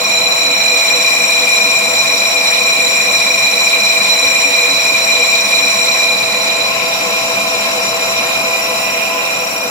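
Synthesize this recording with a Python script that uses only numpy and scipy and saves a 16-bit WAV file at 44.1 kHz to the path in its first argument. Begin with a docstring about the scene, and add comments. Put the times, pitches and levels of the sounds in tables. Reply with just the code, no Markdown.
"""A whine of ringing iron stands out over hiss, singing gears and rumble: a lathe skims a cast-iron brake disc.
The crumbling chip is a random force on the disc's modes; the spin splits each mode into a wave running with the
disc and one against it. Chip hiss and rumble are shaped noise, the tool holder is noise through a resonance, and
the gears are sines locked to shafts. A stereo microphone moves from the face of the disc round to its rim."""
import sys
import numpy as np
from scipy import signal
from scipy.fft import rfft, irfft, next_fast_len
from scipy.io import wavfile

SR = 44100
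rng = np.random.default_rng(int(sys.argv[2]) if len(sys.argv) > 2 else 0)


def write(x):
    x = np.atleast_2d(x).T
    wavfile.write(sys.argv[1], SR, np.round(np.clip(x, -1, 1) * 32767).astype(np.int16))


N = 427769   # samples


def from_db(db):
    """Logarithmic level: decibels to amplitude gain."""
    return 10 ** (np.asarray(db) / 20)


def rms_one(x):
    """Normalization of power: scales to rms 1."""
    return x / np.sqrt(np.mean(np.abs(x) ** 2) + 1e-20)


def in_time(rows):
    """Linear interpolation: the columns of a timed table, one value a sample."""
    seconds, *columns = np.transpose(rows)
    return [np.interp(np.arange(N) / SR, seconds, column) for column in columns]


def at_hz(points, hz):
    """Interpolation of a spectrum on a logarithmic frequency axis."""
    points_hz, values = np.transpose(points)
    return np.interp(np.log(hz), np.log(points_hz), values)


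def drift(rate):
    """Low-passed chance: noise through a double pole at rate (Hz), computed every 40th sample; rms 1."""
    pole = np.exp(-80 * np.pi * rate / SR)
    noise = rng.standard_normal(N // 40 + 2002)
    slow = signal.lfilter([1], [1, -2 * pole, pole * pole], noise)[2000:]   # settled part
    return np.interp(np.arange(N) / 40, np.arange(len(slow)), rms_one(slow))


def swing(turns, top, count=1):
    """Harmonic of rotation: rises and falls count times a turn, highest at the share top."""
    return np.cos(2 * np.pi * count * (turns - top))


def tone(phase, left_db, right_db, lead):
    """Interaural level and phase: a sine of given rms level on each side, the left leading by lead (rad)."""
    return np.sqrt(2) * from_db([[left_db], [right_db]]) * np.sin(phase - np.array([[0], [lead]]))


def resonate(force, hz, width_hz, skirt):
    """Damped resonance: a narrow complex pole, and one skirt times wider that steepens the skirts."""
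    poles = np.exp((2j * hz - width_hz * np.array([1, skirt])) * np.pi / SR)
    return signal.lfilter([1], np.poly(poles), force)


# likeness of the noise on the two sides: f/Hz, likeness (0-1)
SIDE_LIKENESS = [(60, 1), (200, 0.99), (330, 0.96), (500, 0.4), (950, 0.2), (1900, 0.02), (3300, 0.73),
                 (7500, 0), (15000, .15)]
# phase by which the left leads in the shared noise: f/Hz, lead/rad
SIDE_LEAD = [(60, 1.1), (200, -0.5), (300, 0.76), (700, -0.54), (1400, 4.5), (3200, -2), (5000, -6),
             (16000, -5)]
# left-right level difference of the noise: f/Hz, level/dB
SIDE_LEAN = [(60, 0.5), (120, -1), (240, 1), (480, 0.5), (950, 3.5), (1890, 0), (3770, -11.5), (4350, -14),
             (5400, 5), (7000, 9.5), (7700, 4.5), (15000, 6)]
CUTOFF_HZ = 15730   # top of the sound


def stereo_noise(colour, flicker_db, count):
    """Partial coherence: coloured noise partly shared by both sides, its overlapping bands flickering apart; rms 1."""
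    size = next_fast_len(N)
    hz = np.maximum(np.fft.rfftfreq(size, 1 / SR), 1)
    shared, own = rfft(rng.standard_normal((2, size)))
    alike = np.clip(at_hz(SIDE_LIKENESS, hz), 0, 1)
    right = alike * shared * np.exp(-1j * at_hz(SIDE_LEAD, hz)) + np.sqrt(1 - alike ** 2) * own
    lean = from_db(at_hz(SIDE_LEAN, hz) * np.array([[.5], [-.5]]))
    pair = np.array([shared, right]) * colour(hz) * lean
    band_place = np.clip(np.sqrt(hz / CUTOFF_HZ), 0, 1) * count
    out = 0
    for k in range(count + 1):
        band = np.clip(1 - abs(band_place - k), 0, 1)   # triangular overlap
        flicker = from_db(flicker_db * drift(20))
        out = out + flicker * irfft(pair * band, size)[:, :N]
    return rms_one(out)


# relative spectral density of motor and headstock: f/Hz, level/dB per Hz
RUMBLE_SPECTRUM = [(12, -78), (20, -34.5), (206, -12), (412, -13), (490, -12.5), (594, -12), (654, -6),
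                   (720, -5), (908, -7), (1040, -5), (1240, -10.5), (1330, -6), (1530, -13.5), (1820, -18),
                   (2000, -23), (2600, -48), (4400, -120)]
# housing resonances: f/Hz, width/Hz, level/dB of the lift relative to the rumble
HOUSING_MODES = [(124.6, 12, -0.5), (212, 31, 3.5), (291, 7.2, -1.5), (563, 60, 7), (750, 30, -6)]
RUMBLE_DB = -24


def rumble_colour(hz):
    """Resonant amplification: the housing resonances lift a broad spectrum."""
    lift = 0
    for mid_hz, width_hz, db in HOUSING_MODES:
        lift = lift + from_db(db) / np.sqrt(1 + (2 * (hz - mid_hz) / width_hz) ** 4)
    return from_db(at_hz(RUMBLE_SPECTRUM, hz)) * np.hypot(1, lift)


def rumble(view_db):
    """Filtered broadband noise: motor and headstock, below 2500 Hz."""
    noise = stereo_noise(lambda hz: rumble_colour(hz) * (hz < 2500), flicker_db=0.99, count=3)
    return from_db(RUMBLE_DB + view_db) * noise


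WOBBLE_HZ = 4.258   # turns a second
WOBBLE_PITCH_HZ = 502   # pitch about which the gear swings
WOBBLE_DB, WOBBLE_LEAD = (-31, -32.5), -0.68   # (left, right dB), left lead rad
# runout once, twice and three times a turn: pitch swing/Hz, share of the turn at its top,
# level swing/dB, share of the turn at its top
WOBBLE_SWINGS = [(8, .36, 3, .15), (12, .45, 1.1, .09), (5, 0, 1.1, .1)]


def spindle_gear():
    """Modulation by eccentricity: pitch and level of a gear out of true go round with each turn, unevenly."""
    turns = WOBBLE_HZ * np.arange(N) / SR
    hz = WOBBLE_PITCH_HZ + 3.0 * drift(12)
    level_db = 1.8 * drift(10)
    for count, (pitch_hz, pitch_top, swing_db, level_top) in enumerate(WOBBLE_SWINGS, start=1):
        hz = hz + pitch_hz * swing(turns, pitch_top, count)
        level_db = level_db + swing_db * swing(turns, level_top, count)
    phase = 2 * np.pi * np.cumsum(hz) / SR
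    return from_db(level_db) * tone(phase, *WOBBLE_DB, WOBBLE_LEAD)


SHAFT_HZ = 14.09
THROB_DB, THROB_TURN = 6.5, 0.14   # swell of the 20th multiple: depth, share of the spindle turn at its top
# gear tones: multiple of the shaft speed, left level/dB, right level/dB, left lead/rad
GEAR_TONES = [(9, -51, -52, 0.2), (14, -47, -47, -0.1), (20, -47, -46, 0.3), (29, -52, -52, -0.0),
              (42, -47, -50, 1.0), (46, -42, -41, 0.8), (47, -27, -27, 0.7), (48, -44, -42, 0.6),
              (49, -48, -38, 0.1), (54, -42, -46, 0.5), (60, -38, -44, 0.4), (72, -35, -42, -0.0),
              (83, -41, -45, 2.9), (91, -42, -47, -2.7), (94, -43, -40, 2.9), (141, -41, -45, -0.7)]


def gears(turns, mesh_db, third_db, other_db):
    """Harmonic locking: tones on multiples of one wavering shaft speed; the main mesh flutters least."""
    shaft = 2 * np.pi * np.cumsum(SHAFT_HZ * (1 + 0.000846 * drift(2.74))) / SR
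    # main mesh, its third harmonic, other mesh, throbbing tone
    swell = {47: mesh_db, 141: third_db, 72: other_db, 20: THROB_DB * swing(turns, THROB_TURN)}
    out = np.zeros((2, N))
    for multiple, *heard in GEAR_TONES:
        flutter_db = (.7 if multiple == 47 else 2.5) * drift(5)
        phase = multiple * shaft + rng.uniform(0, 2 * np.pi)
        out += from_db(swell.get(multiple, 0) + flutter_db) * tone(phase, *heard)
    return out


# relative spectral density of the chip hiss: f/Hz, level/dB per Hz
HISS_SPECTRUM = [(900, -12), (1500, -9.5), (2200, 3.5), (2900, -7.5), (3500, -6), (3880, 0.5), (4350, -12),
                 (4600, -7.5), (5200, -7), (5900, -9), (6600, -13), (7000, -5), (7800, -13), (8300, -20),
                 (9700, -16), (11300, -44), (13300, -26), (14800, -34), (16000, -32)]
HISS_DB, HISS_FLICKER_DB = -22.5, 2.5   # level, rms flicker of each band


def chip_hiss(cut, view_db):
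    """Random excitation: the chip as hiss above 600 Hz in bands that flicker independently, following the cut."""
    noise = stereo_noise(lambda hz: from_db(at_hz(HISS_SPECTRUM, hz)) * (hz > 600), HISS_FLICKER_DB, count=12)
    return cut * from_db(HISS_DB + view_db) * noise


def holder(cut, sides_db):
    """Forced resonance: chip noise in one broad mode of the tool holder, in opposite phase on the two sides."""
    ring = resonate(cut * rng.standard_normal(N), hz=2420, width_hz=180, skirt=4.5).real
    return rms_one(ring) * from_db(sides_db) * [[1], [-1]]


# reflections off bed and walls: left delay t/s, right delay t/s, level/dB
REFLECTIONS = [(.041, .057, -6), (.083, .069, -10.5)]
TREMOR_S = 0.000299   # rms delay change: the hand shakes, so path lengths waver


def shop(x):
    """Reflection with varying path length: each echo carries the other side's sound at a wavering delay."""
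    out, t = np.zeros((2, N)), np.arange(N) / SR
    for *lags, level_db in REFLECTIONS:
        for side, lag in enumerate(lags):
            heard_from = t - lag - TREMOR_S * drift(2.005)
            out[side] += from_db(level_db) * np.interp(heard_from, t, x[1 - side], period=N / SR)
    return out


# disc modes: f/Hz (middle of the pair), width/Hz, angle of a nodal line from the tool at the start/degrees
DISC_MODES = [(491.7, 27, 6.8), (1069.5, 25, 17), (2404.7, 25.4, 5.7), (2600, 210, 6), (3030, 140, 5),
              (3993, 43.2, 3.7), (4890, 530, 5), (5642, 24, 6.6), (6330, 48, 5), (7179, 20, 9.4),
              (7416, 37, 9.9), (8990, 64, 14), (10650, 89, 6.9), (11420, 200, 5), (12330, 81, 17),
              (12870, 240, 5), (14130, 440, 12), (15670, 200, 5)]
# nodal diameters of each mode
NODAL_DIAMETERS = [1, 2, 3, 2, 0, 4, 0, 5, 3, 6, 6, 7, 8, 4, 9, 0, 10, 0]
# each mode before the face, backward wave: left level/dB, right level/dB, left lead/rad,
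# then forward over backward wave level/dB
MODES_AT_FACE = [(-40, -39.5, 0.4, -5), (-37, -34.5, -1.04, -2), (-19, -14.5, -0.17, -0.2),
                 (-40, -41, 2, -1), (-37.5, -34.5, 3.5, -3), (-30.5, -15.5, 4.5, 4.5),
                 (-37.5, -40.5, 3.5, 0.5), (-24, -27.5, 2.5, -2.5), (-47, -45.5, 3.8, -15),
                 (-28.5, -61, 1.6, 2), (-23, -48, 0.4, -6.5), (-32.5, -48, 1.8, -13.5), (-36, -59, 1, -1),
                 (-78, -75, 7, -10), (-41.5, -41, 1.9, -0.5), (-51, -43, 1, 2.1), (-39, -36, 1.8, 2.5),
                 (-49, -48, 0.1, 1.1)]
# each mode beside the rim, same columns
MODES_AT_RIM = [(-37, -39, 1.4, -9), (-26, -40, 1.5, -9), (-22.5, -28, -2.5, 0.4), (-33.5, -30.5, 2.17, 4),
                (-39, -48, 1.3, 5), (-25.5, -27, 1, -0.8), (-31.5, -35.5, 4.5, -3.5), (-28, -31, 2.5, -2.5),
                (-42, -47, -6, -6), (-29.5, -39.5, 3.5, 2.5), (-37.5, -41.5, 0, 6), (-37.5, -50, 1.5, -5),
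                (-35.5, -54, 1.5, -10), (-47, -58, -0.5, 4), (-43, -51.5, -1.4, 5), (-47, -55, 11, 1.1),
                (-38.5, -46.5, 1.3, 1.1), (-48, -56, -3, 3)]
# level added at the ends of the walk: f/Hz, low before the face left level/dB (from the face), right level/dB,
# behind the tool post left level/dB (from the rim), right level/dB
END_SHADING = [(500, -5, -4, -5, 1), (1100, 1.5, -4, -19, 3), (2360, -8, 0.5, -6, 6.5),
               (4020, -2.5, 3, -4.5, -10), (5560, -1.8, -3, 5, -6), (7300, 1.5, 8, -2, -10),
               (7440, -5.5, 0.1, 6, -8), (10000, -3.5, -6, 1, -5), (15000, -2.5, -1, 6, -1)]
PAIR_GAP_HZ, PAIR_DB = 6, -3.5   # second mode of each pair: how much higher, its gain
# from face and rim: angle round the disc between the two microphones (rad), left-right lean of the forward wave (dB)
PORT_ANGLE, FORWARD_LEAN_DB = (0.51, -0.33), (3.5, -8.5)


def disc(cut, angle, place):
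    """Mode splitting by rotation: the tool drives mode pairs fixed in the disc, heard outside as travelling waves."""
    out = np.zeros((2, N))
    ends_hz, *end_columns = np.transpose(END_SHADING)
    modes = zip(DISC_MODES, NODAL_DIAMETERS, MODES_AT_FACE, MODES_AT_RIM)
    for (hz, width_hz, degrees), order, face, rim in modes:
        force = cut * rng.standard_normal(N)
        spin = np.exp(1j * order * (angle + np.radians(degrees)))
        along = resonate(force * spin.real, hz - PAIR_GAP_HZ / 2, width_hz, skirt=10.04)
        across = resonate(force * spin.imag, hz + PAIR_GAP_HZ / 2, width_hz, skirt=8.5)
        across = 1j * from_db(PAIR_DB) * across
        backward_wave = (along + across) * spin.conj()
        forward_wave = (along - across) * spin * -1j   # heard a quarter cycle apart

        # four places: low before the face, face, rim, behind the tool post
        low_left, low_right, post_left, post_right = (
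            np.interp(np.log(hz), np.log(ends_hz), column) for column in end_columns)
        left_db, right_db, lead, forward_db = np.repeat([face, rim], 2, axis=0).T
        left_db = left_db + [low_left, 0, 0, post_left]
        right_db = right_db + [low_right, 0, 0, post_right]
        lean_db = np.repeat(FORWARD_LEAN_DB, 2) / 2
        for forward, wave in enumerate((backward_wave, forward_wave)):
            # the waves pass the two microphones in opposite order
            shift = order * np.repeat(PORT_ANGLE, 2) * (1 - 2 * forward)
            left_gain = from_db(left_db + forward * (forward_db + lean_db))
            right_gain = from_db(right_db + forward * (forward_db - lean_db)) * np.exp(-1j * (lead + shift))
            wave = np.sqrt(2) * rms_one(wave)   # real part then has rms 1
            for side, gains in enumerate((left_gain, right_gain)):
                out[side] += (np.interp(place, [-1, 0, 1, 2], gains) * wave).real
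    return out


SPINDLE_HZ = 4.277   # turns a second
RUNOUT_DB, RUNOUT_TURN = 0.43, 0.61   # the cut deepens once a turn: depth, share of the turn at its top
# microphone: t/s, place (-1 low before the face, 0 face, 1 rim, 2 behind the tool post),
# left-right level/dB of the ring, nearness level/dB
MICROPHONE_WALK = [(0, -0.6, -0.5, -0.3), (.4, -2.7, 1, 0), (.75, -0.27, -2, 0.2), (1.1, 0.02, 0.5, -0.3),
                   (1.8, 0.31, -1.5, 0.75), (3.6, 0.03, -2.2, -0.1), (5.9, 0.23, -3, 0.7),
                   (6.2, 0.5, -5, 0.3), (6.6, 0.7, -7, 0.5), (6.9, 1.25, -2, 0.3), (8.1, 1.22, -1.5, 0.3),
                   (8.8, 1.6, -2.5, 0.5), (9.2, 5, -5.5, -0.7), (9.7, 1.8, 2.5, -3.5)]
# other sources along the walk: place, chip hiss level/dB, rumble level/dB, main mesh level/dB,
# its third harmonic level/dB, other mesh level/dB, holder left level/dB, holder right level/dB
SOURCE_VIEW = [(-1.4, -1, -0.1, -0.5, 1, -15, -22, -45), (0, 2.5, -1.74, -0.65, 4.5, -6, -48, -25),
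               (1.12, -2.7, 0.5, 0, -4, 3, -13, -45), (1.27, -0.5, 1, 3, -15, 3.5, -35, -23),
               (1.5, -4.5, 0.5, 1, 7, 4, -42, -24.5), (2.7, -3, 0.5, 1.5, 5, 6, -36, -27)]


def scene():
    """Superposition: disc, holder, chip hiss, gears and rumble add up as the microphone moves."""
    place, lean_db, near_db = in_time(MICROPHONE_WALK)
    places, *columns = np.transpose(SOURCE_VIEW)
    levels = [np.interp(place, places, column) for column in columns]
    hiss_db, rumble_db, mesh_db, third_db, other_db, *holder_db = levels
    turns = SPINDLE_HZ * np.arange(N) / SR
    cut = from_db(RUNOUT_DB * swing(turns, RUNOUT_TURN))

    rings = disc(cut, 2 * np.pi * turns, place) * from_db(lean_db * np.array([[.5], [-.5]]))
    near = rings + shop(rings * from_db([[-3.0], [-1.5]]))
    near += chip_hiss(cut, hiss_db) + holder(cut, holder_db)
    near += gears(turns, mesh_db, third_db, other_db)
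    return from_db(near_db) * near + spindle_gear() + rumble(rumble_db)


def record(dry):
    """Band limiting and saturation: small microphones lose deep bass, peaks are rounded, the top is cut."""
    thin = signal.sosfilt(signal.butter(2, 70.0, "high", fs=SR, output="sos"), dry)
    rounded = 1.6 * np.tanh(thin / 1.6)
    return signal.sosfilt(signal.ellip(12, .5, 65, CUTOFF_HZ, fs=SR, output="sos"), rounded)


dry = scene()
out = record(dry)
write(out)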